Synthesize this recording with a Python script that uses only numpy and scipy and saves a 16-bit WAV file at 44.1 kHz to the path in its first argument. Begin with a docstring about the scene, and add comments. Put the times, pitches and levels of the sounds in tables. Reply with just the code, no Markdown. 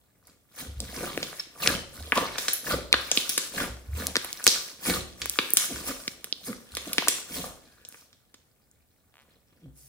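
"""A small live room: on a wooden table, two hands squeeze, fold and stretch soft slime close to a stereo microphone.
Each squeeze drives air through the folds: swarms of short rings make wet squelches, a crackle and a skin fizz,
strings of clicks ring gliding gurgles, low tones sink in glugs, and larger air pockets pop singly as shaped noise.
The table hums low when the hands lean on it, over steady room rumble and hiss.
At the end the slime is pulled into a nearly silent sheet that creaks faintly."""
import sys
import numpy as np
from scipy import signal
from scipy.fft import rfft, irfft, next_fast_len
from scipy.io import wavfile

SR = 44100
rng = np.random.default_rng(int(sys.argv[2]) if len(sys.argv) > 2 else 0)


def put_to_file(sound):
    """Save the sound as 16-bit audio at rate SR, in the file named by the first command-line argument."""
    columns = np.atleast_2d(sound).T  # one column per channel
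    safe = np.clip(columns, -1, 1)
    whole_steps = np.round(safe * 32767)
    wavfile.write(sys.argv[1], SR, whole_steps.astype(np.int16))


N = 435708  # length in samples

# The hands work a little left of the microphone: lead of the left port and its spread.
LEAD_MS, LEAD_SPREAD_MS = 0.085, 0.044


def amp(db):
    """Decibels to gain."""
    return 10 ** (np.asarray(db) / 20)


def unit(x):
    """Scales to an rms of 1."""
    return x / np.sqrt(np.mean(x ** 2) + 1e-20)


def burst(sound, db):
    """Gives a short sound the energy of one millisecond at the level db."""
    return amp(db) * sound * np.sqrt(SR / 1000 / np.sum(sound ** 2))


def read(points, hz):
    """Reads a table of (Hz, value) on a log-frequency axis."""
    f, value = np.transpose(points)
    return np.interp(np.log(hz + 1), np.log(f + 1), value)


def add(mix, s, sound):
    """Adds a stereo sound to the mix at time s."""
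    part = mix[:, round(s * SR):][:, :sound.shape[1]]
    part += sound[:, :part.shape[1]]


def wander(per_s):
    """Smooth chance that takes a new course so many times a second."""
    knots = rng.standard_normal(2000)
    return np.interp(np.arange(N) / SR * per_s, np.arange(len(knots)), knots)


def causal(gain):
    """Gives a gain curve the phase of a thing that rings only after it is struck (minimum phase)."""
    both_sides = np.r_[gain, gain[-2:0:-1]]
    log_gain = np.log(np.maximum(both_sides, 1e-5))
    return np.exp(np.conj(signal.hilbert(log_gain)))[:len(gain)]


def at_ports(sound, lead_ms, pan_db=0):
    """A sound from under the hands reaches the left port of the microphone slightly before the right one."""
    hz = np.fft.rfftfreq(len(sound), 1 / SR)
    delay = np.exp(-2j * np.pi * hz * lead_ms / 1000)
    right = irfft(rfft(sound) * delay, len(sound))
    return np.array([sound * amp(pan_db / 2), right * amp(-pan_db / 2)])


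def diffuse(pair):
    """Sound from all sides is more alike at the two ports in some bands than in others, least in the treble."""
    # Left-right likeness of diffuse sound. Each row: frequency in Hz, likeness from 0 to 1.
    likeness = [(60, 1), (150, 0.23), (300, 0.26), (640, 1), (1400, 0.013)]
    size = pair.shape[1]
    a, b = rfft(pair)
    alike = read(likeness, np.fft.rfftfreq(size, 1 / SR))
    right = alike * a + np.sqrt(1 - alike ** 2) * b
    return irfft(np.array([a, right]), size)


def air(level_db=-65.5):
    """The faint steady rumble and hiss of the room: noise shaped in frequency, then set to one level."""
    # Spectrum of the still room. Each row: frequency in Hz, relative density in dB per Hz.
    still_room = [(15, -34), (25, -11), (70, 8), (190, -2), (818, -14.5), (1040, -21), (1230, -19),
                  (1840, -19.5), (2550, -26.5), (5880, -30), (7920, -20.5), (9320, -26.5), (16000, -14.5)]
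    size = next_fast_len(N, real=True)
    noise = rfft(diffuse(rng.standard_normal((2, size))))
    noise *= amp(read(still_room, np.fft.rfftfreq(size, 1 / SR)))
    return amp(level_db) * unit(irfft(noise)[:, :N])


def room(x, tail_db=-6, echo_db=-12, echo_s=.0041, build_s=0.0013):
    """One close reflection, and a diffuse tail that dies at its own pace in each band, the top treble first."""
    # Decay of the tail. Each row: frequency in Hz, time in seconds to fall by 60 dB.
    decay = [(100, 0.8), (250, 0.71), (600, 0.64), (1400, 0.43), (3700, 0.49), (8000, 0.45), (15000, 0.17)]
    # Colour of the tail. Each row: frequency in Hz, relative level in dB.
    colour = [(60, 1.5), (200, -6), (400, -1.5), (1000, -0.5), (3500, 2.5), (8000, 3), (15000, 0.5)]
    sparse = rng.standard_normal((2, SR)) * (rng.random((2, SR)) < .15)
    hz, t, z = signal.stft(diffuse(sparse), SR, nperseg=256)
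    fading_db = read(colour, hz)[:, None] - 60 * t / read(decay, hz)[:, None]
    tail = signal.istft(z * amp(fading_db), SR, nperseg=256)[1]
    tail *= 1 - np.exp(-(np.arange(tail.shape[1]) / SR / build_s) ** 2)
    tail *= amp(tail_db) / np.linalg.norm(tail[0])
    tail[:, round(echo_s * SR)] += amp(echo_db)
    return signal.fftconvolve(x, tail, axes=1)[:, :N]


def table(rise_s=0.018, push_db=6, ports_db=1):
    """Soft pushes swell the low modes of the table top, which then die away."""
    # The hands lean on the table. Each row: start in seconds, level in dB before push_db.
    pushes = [(0.662, -34.5), (0.757, -33), (0.838, -40.5), (1.674, -36.5), (1.978, -36), (2.719, -33.5),
              (2.922, -39.5), (3.683, -35), (3.865, -32.5), (3.91, -28.5), (4.884, -40.5), (4.963, -37.5),
              (5.202, -42.5), (5.723, -41.5), (6.71, -44.5), (7.351, -51), (9.665, -49.5)]
    # Modes of the table top. 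Each row: nominal frequency in Hz, relative level in dB, 60 dB decay in seconds.
    modes = [(69.6, -1.5, 0.56), (108.1, -6.5, 0.31)]
    out, t = np.zeros((2, N)), np.arange(SR // 2) / SR
    swell = 1 - np.exp(-(t / rise_s) ** 2)
    for s, db in pushes:
        hum = np.zeros(len(t))
        for hz, mode_db, t60 in modes:
            pushed_hz = hz * rng.uniform(0.87, 1.1)  # each push detunes the mode
            hum += amp(mode_db - 60 * t / t60) * np.sin(2 * np.pi * pushed_hz * t)
        add(out, s, at_ports(amp(db + push_db) * hum * swell, .08, ports_db * rng.normal()))
    return out


def cavity(pitch, width, tear_ms, chance, split=0.18, snap_db=-32, tear_share=.55, evenness=0.63,
           split_width=0.35, size=2048):
    """The skin tears in a quick ragged swell; the opened cavity rings briefly around its pitch.

    A split dips the ring at the pitch itself; width is in octaves, split_width is a fraction of width."""
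    ms, hz = np.arange(size) / SR * 1000, np.fft.rfftfreq(size, 1 / SR)
    age = ms / (tear_ms * tear_share)
    tear = rfft(np.roll(chance[:size] * np.sqrt(age) * np.exp(-age), 8))
    tear /= abs(tear) ** evenness + 1e-9  # evens out the spectrum of the noise
    away = abs(np.log2((hz + 1) / pitch) / width)
    dip = 1 - split * np.exp(-(away / split_width) ** 2)
    ring = dip / (1 + away ** 4.5)
    snap = amp(snap_db) * width * hz / (hz + 600)  # a little broad treble
    return irfft(tear * causal(ring + snap)) * np.linspace(1, 0, size) ** 2


def creak(pitch_hz=1350, width=1.55, tear_ms=0.11):
    """One spot of the taut sheet sticks and slips in even ticks that run together into a faint buzz."""
    # Course of the creak. Each row: time in seconds, slips per second, level of a slip in dB over 1 ms.
    course = [(9.135, 66, -53), (9.17, 74, -49.5), (9.2, 134, -52.5), (9.228, 147, -59), (9.244, 250, -74),
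              (9.3, 240, -70), (9.365, 220, -71)]
    s, rate, db = np.transpose(course)
    out, t = np.zeros((2, N)), np.arange(s[0], s[-1], 1 / SR)
    tick = cavity(pitch_hz, width, tear_ms, rng.standard_normal(2048))
    slips_so_far = np.floor(np.cumsum(np.interp(t, s, rate)) / SR + .6)
    for slip in t[np.diff(slips_so_far, prepend=0) > 0]:
        add(out, slip, at_ports(burst(tick, np.interp(slip, s, db)), 0.085))
    return out


def squeak(s=1.392, length=0.017, hz=5330, db=-34):
    """Air whistles briefly through a pinhole: one short sine."""
    out, t = np.zeros((2, N)), np.arange(int(length * SR)) / SR
    whistle = np.sin(2 * np.pi * hz * t) * np.hanning(len(t))
    add(out, s, at_ports(amp(db) * unit(whistle), 0.037))
    return out


def glugs(fall=0.47, flutter=.22, flutter_per_s=304.1, overtone_db=-8):
    """Air forced out of a large closing fold: a rough low tone that sinks."""
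    # Folds that collapse. Each row: start in seconds, level in dB, first pitch in Hz, length in seconds.
    collapses = [(0.622, -54, 300.5, 0.089), (0.79, -47.5, 272, 0.087), (0.871, -54, 229, 0.071),
                 (1.024, -35, 519, 0.03), (1.966, -54.5, 212, 0.069), (4.888, -33.5, 271, 0.033),
                 (5.685, -40, 404, 0.062), (5.882, -38.5, 411, 0.046), (6.463, -37, 340.5, 0.076),
                 (6.865, -39.5, 505, 0.023), (7.362, -44, 293, 0.07), (9.602, -49, 200.6, 0.13)]
    out = np.zeros((2, N))
    for s, db, hz, length in collapses:
        done = np.arange(int(length * SR)) / (length * SR)
        roughness = np.exp(flutter * wander(flutter_per_s)[:len(done)])
        turns = np.cumsum(hz * fall ** done * roughness) / SR
        tone = np.sin(2 * np.pi * turns) + amp(overtone_db) * np.sin(4 * np.pi * turns)
        add(out, s, at_ports(amp(db) * unit(tone * np.sin(np.pi * done) ** 2), 0.096))
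    return out


def resonate(x, hz, width):
    """A resonance of gain 1, width in Hz, that follows the pitch curve hz."""
    turn = np.exp(2j * np.pi * np.cumsum(hz) / SR)
    r = np.exp(-np.pi * width / SR)
    return 2 * (turn * signal.lfilter([1 - r], [1, -r], x / turn)).real


def gurgles(per_s=650, spread_db=4.5, edge_s=.004, waver=0.025, waver_per_s=150, size=22050):
    """Unequal bubbles pass unevenly and ring the gliding, wavering resonances of a narrow wet fold."""
    # Folds pressed shut. Each row: start and length in seconds, level in dB, first and last pitch in Hz.
    passages = [(1.027, 0.1, -47, 1510, 1090), (1.629, 0.019, -34, 2880, 2470),
                (1.68, 0.019, -34.5, 1800, 1520), (1.748, 0.014, -35.5, 3100, 2600),
                (2.154, 0.039, -27.5, 1040, 1130), (2.19, 0.079, -39, 1111, 1084),
                (2.664, .016, -37.5, 1670, 1850), (2.695, 0.05, -32.5, 1550, 1250),
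                (3.573, 0.015, -33.5, 1730, 1650), (3.592, 0.069, -39.5, 1820, 1230),
                (4.854, .06, -40, 2300, 2130), (4.957, 0.021, -37.5, 1250, 1250),
                (5.888, 0.029, -42, 1510, 1300), (6.478, 0.064, -52.5, 1390, 1240),
                (7.66, .3, -70, 1650, 1550)]
    # Resonances of a fold. Each row: multiple of the pitch, width in Hz, relative level in dB.
    resonances = [(1, 413, -1.5), (1.45, 578, -10), (2.5, 1500, -12)]
    out, t = np.zeros((2, N)), np.arange(size) / SR
    for s, length, db, first_hz, last_hz in passages:
        glide = first_hz * (last_hz / first_hz) ** np.minimum(t / length, 1)
        hz = glide * np.exp(waver * wander(waver_per_s)[:size])
        flow = np.clip(np.minimum(t, length - t) / edge_s, 0, 1)  # the fold opens and shuts quickly
        passing = rng.random(size) < per_s / SR
        clicks = flow * passing * amp(spread_db * rng.standard_normal(size))
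        sound = np.zeros(size)
        for k, width, mode_db in resonances:
            ringing = resonate(resonate(clicks, k * hz, width), k * hz, width)
            sound += amp(mode_db) * unit(ringing)
        # the level refers to the length of the gurgle, not to the whole buffer
        add(out, s, at_ports(amp(db) * unit(sound) * np.sqrt(length / t[-1]), LEAD_MS))
    return out


def gesture(t, s, hold, rise_db_per_s, fall_db_per_s, sag_db_per_s=0):
    """Level in dB of one hand movement: it swells until time s, holds or sags, then dies away."""
    age = t - s
    swell = rise_db_per_s * np.minimum(age, 0)
    sag = sag_db_per_s * np.clip(age, 0, hold)
    return swell - sag - fall_db_per_s * np.maximum(age - hold, 0)


def stirring(tilt, delay_s=0, peel_db=0, size=4000):
    """Level in dB at which squeezes, peels and seething together stir one size of bubble.

    A negative tilt is for large bubbles, 0 for small, positive for tiny; only squeezes are delayed."""
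    # Hands squeeze or tug. Each row: time of full grip and hold in seconds, level in dB,
    # brightness in dB (above 0 more skin fizz, below 0 more deep squelch), scaled by the tilt.
    squeezes = [(.275, 0.0087, -61, -7), (.595, 0.021, -43, 4), (.64, 0.017, -51.5, -5),
                (0.809, 0.17, -52, 0), (.95, 0.055, -40, -2), (1.035, 0.038, -40, 0.5),
                (1.13, 0.1, -44.5, -1.5), (1.607, .015, -53, -2.5), (1.638, 0.067, -31.5, -1),
                (1.745, 0.0092, -40.5, -3), (1.945, 0.15, -50.5, 1), (2.16, 0.053, -37, -2),
                (2.668, 0.0082, -39.5, 1), (2.703, 0.026, -32.5, -1), (3.552, 0.012, -40, 0),
                (3.585, 0.041, -34.5, 0), (3.975, 0.1, -40.5, -1), (4.872, 0.032, -30, 1),
                (4.953, 0.0035, -35, 3), (5.214, 0.015, -48, 2), (5.72, 0.086, -43.5, 2),
                (5.883, 0.0046, -36.5, 6), (6.475, 0.0047, -41.5, 5), (6.87, 0.08, -47, 2),
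                (7.305, 0.034, -44.5, -2), (7.355, 0.027, -39, 4), (7.42, 0.048, -45, 3),
                (7.92, 0.1, -63, 7), (9.22, 0.13, -71, -8), (9.495, 0.16, -72, -14)]
    # Fingers pull free of the tacky surface. Each row: start and length in seconds, level in dB,
    # brightness in dB (above 0 more fizz, below 0 more crackle).
    peels = [(1.238, 0.16, -48.5, 1), (2.24, 0.14, -45, -4.5), (2.39, 0.11, -41.5, 2.5),
             (2.94, 0.19, -43, -2.5), (3.157, 0.04, -35, 2.5), (3.232, 0.24, -44, 3.5),
             (4.159, 0.57, -46.5, 0), (4.469, 0.083, -35, 1), (4.55, 0.15, -53, 6),
             (5.311, 0.47, -43.5, 2.5), (5.575, 0.075, -34.5, 3.5), (5.93, 0.19, -50, 2.5),
             (6.721, 0.13, -52.5, 0.5), (6.988, 0.1, -42.5, -2), (7.09, 0.11, -44, 2.5),
             (9.768, 0.11, -67.5, 12.5)]
    # Quiet seething while worked, and rest before and in the stretch. Each row: time in seconds, level in dB.
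    seethe = [(0, -75.5), (.45, -76.5), (.7, -63), (7.5, -60), (8.25, -78), (9.88, -79.5)]
    t = np.linspace(0, N / SR, size)
    levels = [np.interp(t, *np.transpose(seethe))]
    for s, hold, db, bright_db in squeezes:
        shape = gesture(t, s + delay_s, hold, rise_db_per_s=365.5, fall_db_per_s=264)
        levels.append(db + tilt * bright_db + shape)
    for s, length, db, bright_db in peels:
        # a peel catches, weakens and lets go
        shape = gesture(t, s, length, rise_db_per_s=648.5, fall_db_per_s=345, sag_db_per_s=9)
        tint_db = bright_db if tilt > 0 else -bright_db
        levels.append(db + peel_db + tint_db + shape)
    power = np.sum(amp(levels) ** 2, axis=0)
    return np.interp(np.arange(N) / SR, t, 10 * np.log10(power))


def bubbles(sizes, level_db, per_s, cycles, spread_db, glide, patch_db, lead_ms=0.087, lead_spread_ms=0.086,
            count=24):
    """A swarm of short gliding rings, mostly faint and a few loud; each size comes and goes in patches."""
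    out = np.zeros((2, N))
    # a light touch bursts fewer bubbles
    odds = per_s / count / SR * np.clip(amp(level_db + 39.5) ** .5, .45, 1)
    for hz in np.geomspace(sizes[0][0], sizes[-1][0], count):
        age = np.arange(int(6 * cycles * SR / hz) + 32) * hz / SR / cycles
        bend = np.exp(glide * rng.uniform(-0.3, 1) * np.minimum(age, 2))
        ring = np.sin(2 * np.pi * cycles * age * bend) * np.exp(-age)
        chance, patches = rng.random(N), np.minimum(wander(50), 1.5)
        at = np.flatnonzero(chance < odds)
        rarity = np.minimum(-np.log(chance[at] / odds[at]), 3.8)
        strength = amp(spread_db * rarity + patch_db * patches[at])
        clicks = np.zeros(N)
        clicks[at] = (-1) ** at * strength / np.sqrt(odds[at])
        heard = at_ports(ring, lead_ms + lead_spread_ms * rng.normal())
        swarm = signal.oaconvolve(clicks[None], heard, axes=1)[:, :N]
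        out += amp(read(sizes, hz)) * unit(swarm)
    return unit(out) * amp(level_db)


def kneading(squelch_db=-1.0, crackle_db=-2.5, fizz_db=-2):
    """Large folds squelch, small bubbles crackle and the tacky skin fizzes as it parts."""
    # Large folds, small bubbles and tacky skin. Each row: ring frequency in Hz, relative level in dB.
    fold_sizes = [(110, -12.5), (170, -4), (250, -4), (450, -3.5), (700, -6.5)]
    bubble_sizes = [(700, -12), (1250, 5), (2200, 1), (3400, 4.5), (5000, 3.5)]
    skin_sizes = [(5000, -9.5), (8000, -6.5), (11000, -3), (15000, 2)]
    # the skin is touched first, the large folds give way last; peeling hardly stirs the folds
    folds = stirring(-0.47, delay_s=0.014, peel_db=-19.5)
    small = stirring(0)
    skin = stirring(0.9, delay_s=-0.0052)
    squelch = bubbles(fold_sizes, folds + squelch_db, per_s=800, cycles=0.97, spread_db=4.0,
                      glide=0.024, patch_db=1.5, count=14)
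    # a burst bubble in soft slime rings for only about two cycles
    crackle = bubbles(bubble_sizes, small + crackle_db, per_s=3000, cycles=2.2, spread_db=3.0,
                      glide=0.066, patch_db=7.5, count=20)
    fizz = bubbles(skin_sizes, skin + fizz_db, per_s=7000, cycles=3.6, spread_db=2.0,
                   glide=0.0051, patch_db=3.5, count=18)
    return squelch + crackle + fizz


def ticks(per_s=12, over_crackle_db=7, spread_db=4.5, max_db=-38, middle_hz=3000, spread_octaves=0.93,
          width=0.37, tear_ms=0.11, count=200):
    """Small air pockets give way at random, louder the more the slime is stirred, up to a limit."""
    out, stirred_db = np.zeros((2, N)), stirring(0)
    times = np.cumsum(rng.exponential(1, count)) / per_s
    for s, chance in zip(times, rng.standard_normal((count, 2051))):
        if s * SR < N:
            db = min(stirred_db[int(s * SR)] + over_crackle_db + spread_db * chance[-1], max_db)
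            pitch = middle_hz * 2 ** (spread_octaves * chance[-2])
            tick = cavity(pitch, width, tear_ms, chance)
            add(out, s, at_ports(burst(tick, db), LEAD_MS + LEAD_SPREAD_MS * chance[-3]))
    return out


def puff(chance, puff_hz=350, sag=0.74, sag_s=.005, decay_s=0.0038, size=2048):
    """The escaping air gives a low blip whose pitch sinks as the fold collapses."""
    t = np.arange(size) / SR
    hz = puff_hz * np.exp(0.16 * chance) * (1 - sag + 2 * sag * np.exp(-t / sag_s))
    swell = 1 - np.exp(-t / 0.0008)
    return np.sin(2 * np.pi * np.cumsum(hz) / SR) * np.exp(-t / decay_s) * swell


def pops(burst_db=1.5):
    """Single air pockets burst with a torn ring and a puff: the direct sound, and what each throws into the room."""
    # Air pockets that burst. Each row: start in seconds, level in dB over 1 ms (before burst_db), cavity pitch
    # in Hz, width in octaves, split into two bands from 0 to 1, tearing time in ms (before tear_share),
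    # puff of air in dB relative to the listed level, room send in dB.
    pockets = [(0.271, -45, 12000, 1.3, 0, 0.41, -21, 5), (0.803, -25.5, 5600, 1.03, 0, 0.47, -10, -3),
               (1.1757, -22.5, 840, 1.7, 0.3, 0.89, 3, -4.5), (1.2282, -22, 2980, 1.04, 0, 3.5, -7.5, 0),
               (1.328, -35.5, 970, 0.93, 0.1, 2.3, -12, 0.5), (1.396, -29, 2460, 1.14, 0.3, 3, -22.5, 1.5),
               (1.6607, -21, 1760, 0.51, 0.5, 0.6, -6, 4), (1.674, -9.5, 3330, 1.06, 0, 1.3, -11.5, -7.5),
               (2.1213, -11.5, 1930, 0.59, 0, 0.25, -15.5, -1.5), (2.126, -18.5, 1200, 0.64, 0, 1, -5, 2),
               (2.154, -26, 4500, 1.4, 0.1, 4.3, -16, -5.5), (2.1753, -20.5, 1500, 1.93, 0.7, 1.5, -2, 2),
               (2.1792, -16.5, 880, 0.83, 0.2, 2.6, 0.5, 0.5), (2.383, -21.5, 2770, 1.6, 0, 0.87, -9, 5.5),
               (2.4826, -16, 2720, 1.65, 0.15, 1.6, -14, 4),
               (2.5338, -15.5, 13100, .35, .2, 0.61, -31, 5.5),
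               (2.928, -4.5, 3080, 0.59, 0.7, 0.15, -23, -8.5), (2.939, -12.5, 1380, 0.56, 0, 2.4, -6, 0.5),
               (2.941, -16, 3400, 0.44, .1, 3, -19, -1.5), (3.115, -13, 4550, 0.79, 0.5, 0.73, -11, 0),
               (3.1739, -11.5, 3370, 0.57, 0, 0.22, -8.5, -1), (3.293, -17.5, 7600, 1.9, 0, 1.1, -19.5, 8),
               (3.3771, -14, 4060, 1.9, 0, 3.1, -11, 2), (4.069, -17, 9500, 1.45, 0, 0.19, -34, -5.5),
               (4.156, -15, 2360, 1.07, 0.2, 0.41, -10, -2),
               (4.1665, -14.5, 2760, 1.27, 0.7, 1.1, -4.5, -9.5),
               (4.2462, -24.5, 5850, 4, 0.5, 0.22, -9.5, 1.5),
               (4.329, -23, 10910, 1.7, .2, 0.66, -23.5, -16),
               (4.4411, -22, 8700, 0.79, 0.1, 0.33, -19.5, 4), (4.4667, -1.5, 4970, 2.3, 0.1, 0.7, -22, -6),
               (4.477, -3.5, 4570, 0.76, 0, 0.26, -15, -1.5), (4.897, -23, 2150, 0.31, 0.1, 3.4, 0.5, 2.5),
               (5.217, -24.5, 2780, 1.3, 0.3, 2.2, -20, 5.5),
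               (5.258, -18.5, 5440, 3.2, 0.7, 0.22, -18, -4.5), (5.2968, -17, 10000, 1.3, 0, 0.3, -29, -12),
               (5.388, -11.5, 1900, 1.15, 0.05, 1.06, -5.5, 0),
               (5.5048, -21, 13000, 0.95, 0, 0.4, -19.5, -17),
               (5.5355, -7, 13200, 0.67, 0.1, 0.21, -21, -5), (5.5706, -6, 8900, 2.37, 0, 0.99, -25, 1.5),
               (6.0784, -20.5, 3030, 0.93, 0.55, 1.5, -6.5, -8.5),
               (6.2434, -26, 4970, 5.5, 0.1, 0.41, -16.5, -3),
               (6.326, -17.5, 3920, 0.48, 0.04, 0.15, -19, -10.5),
               (6.529, -32.5, 1600, 0.55, .2, 0.75, -12, -7.5),
               (6.751, -26.5, 7500, 1.1, 0.7, 0.39, -20, -9), (6.7692, -23, 2500, 1.8, 0, 1.5, -7, 2.5),
               (6.9315, -19, 6660, 1.7, 0.4, 1.9, -18.5, -2), (6.9824, -11, 1450, 1.27, .35, 0.45, -7, -1),
               (7.0045, -33, 4970, .3, .1, 1, -20.5, 0), (7.0225, -26.5, 796, .5, .1, 1.3, -10.5, -8),
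               (7.073, -21.5, 960, 0.75, 0, 2.3, -10.5, -2.5), (7.0829, -9.5, 4900, 1.64, .1, 1.9, -14, 2),
               (7.44, -33, 950, 0.57, .6, 2, -1, 6), (7.8502, -38.5, 4850, 0.84, 0, 0.6, -11, -1),
               (7.8878, -32, 13000, 0.48, .2, 0.79, -25, -4), (7.9245, -43, 4000, 2.3, 0.3, .5, -12, -10),
               (7.9432, -42.5, 1660, 0.9, .2, 3.4, -7, -3), (8.129, -50.5, 2587, 1.3, .2, 0.84, -19, 2.5),
               (8.3418, -43.5, 2400, 1.65, 0.26, 3.6, -4.5, -2.5),
               (8.7136, -54.5, 7750, .4, .1, 0.54, -23.5, -5)]
    direct, thrown = np.zeros((2, 2, N))
    chances = rng.standard_normal((len(pockets), 2051))
    for (s, db, pitch, width, split, tear_ms, puff_db, send_db), chance in zip(pockets, chances):
        torn = burst(cavity(pitch, width, tear_ms, chance, split), db + burst_db)
        blown = burst(puff(chance[-1]), db + puff_db)
        sound = at_ports(torn + blown, LEAD_MS + LEAD_SPREAD_MS * chance[-3], chance[-2])
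        add(direct, s, sound)
        add(thrown, s, sound * amp(send_db))
    return direct, thrown


def scene(knead_send_db=1, small_send_db=-9.0):
    """Slime on the table, close by and thrown back by the room; the table hum and room air stay dry."""
    steady = table() + air()
    small = squeak() + creak() + ticks()
    slime = kneading() + glugs() + gurgles()
    direct, thrown = pops()
    sent = thrown + amp(knead_send_db) * slime + amp(small_send_db) * small
    return direct + slime + small + room(sent) + steady


def record(dry, edge_hz=16450):
    """The ports thin the deep bass and colour the top treble, peaks overload, and the band is limited."""
    # Colour of the microphone. Each row: frequency in Hz, gain in dB.
    port_colour = [(15, -18), (38, -2.5), (12100, 3), (13100, -19.5), (14200, 3.5), (15500, -1),
                   (16500, -17)]
    hz = np.fft.rfftfreq(8192, 1 / SR)
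    port = irfft(causal(amp(read(port_colour, hz))))
    heard = signal.oaconvolve(dry, port[None], axes=1)[:, :N]
    heard = np.clip(heard, -1, 1)
    lowpass = signal.firwin(511, edge_hz, window=("kaiser", 9), fs=SR)
    return signal.oaconvolve(heard, lowpass[None], "same")


dry = scene()
out = record(dry)
put_to_file(out)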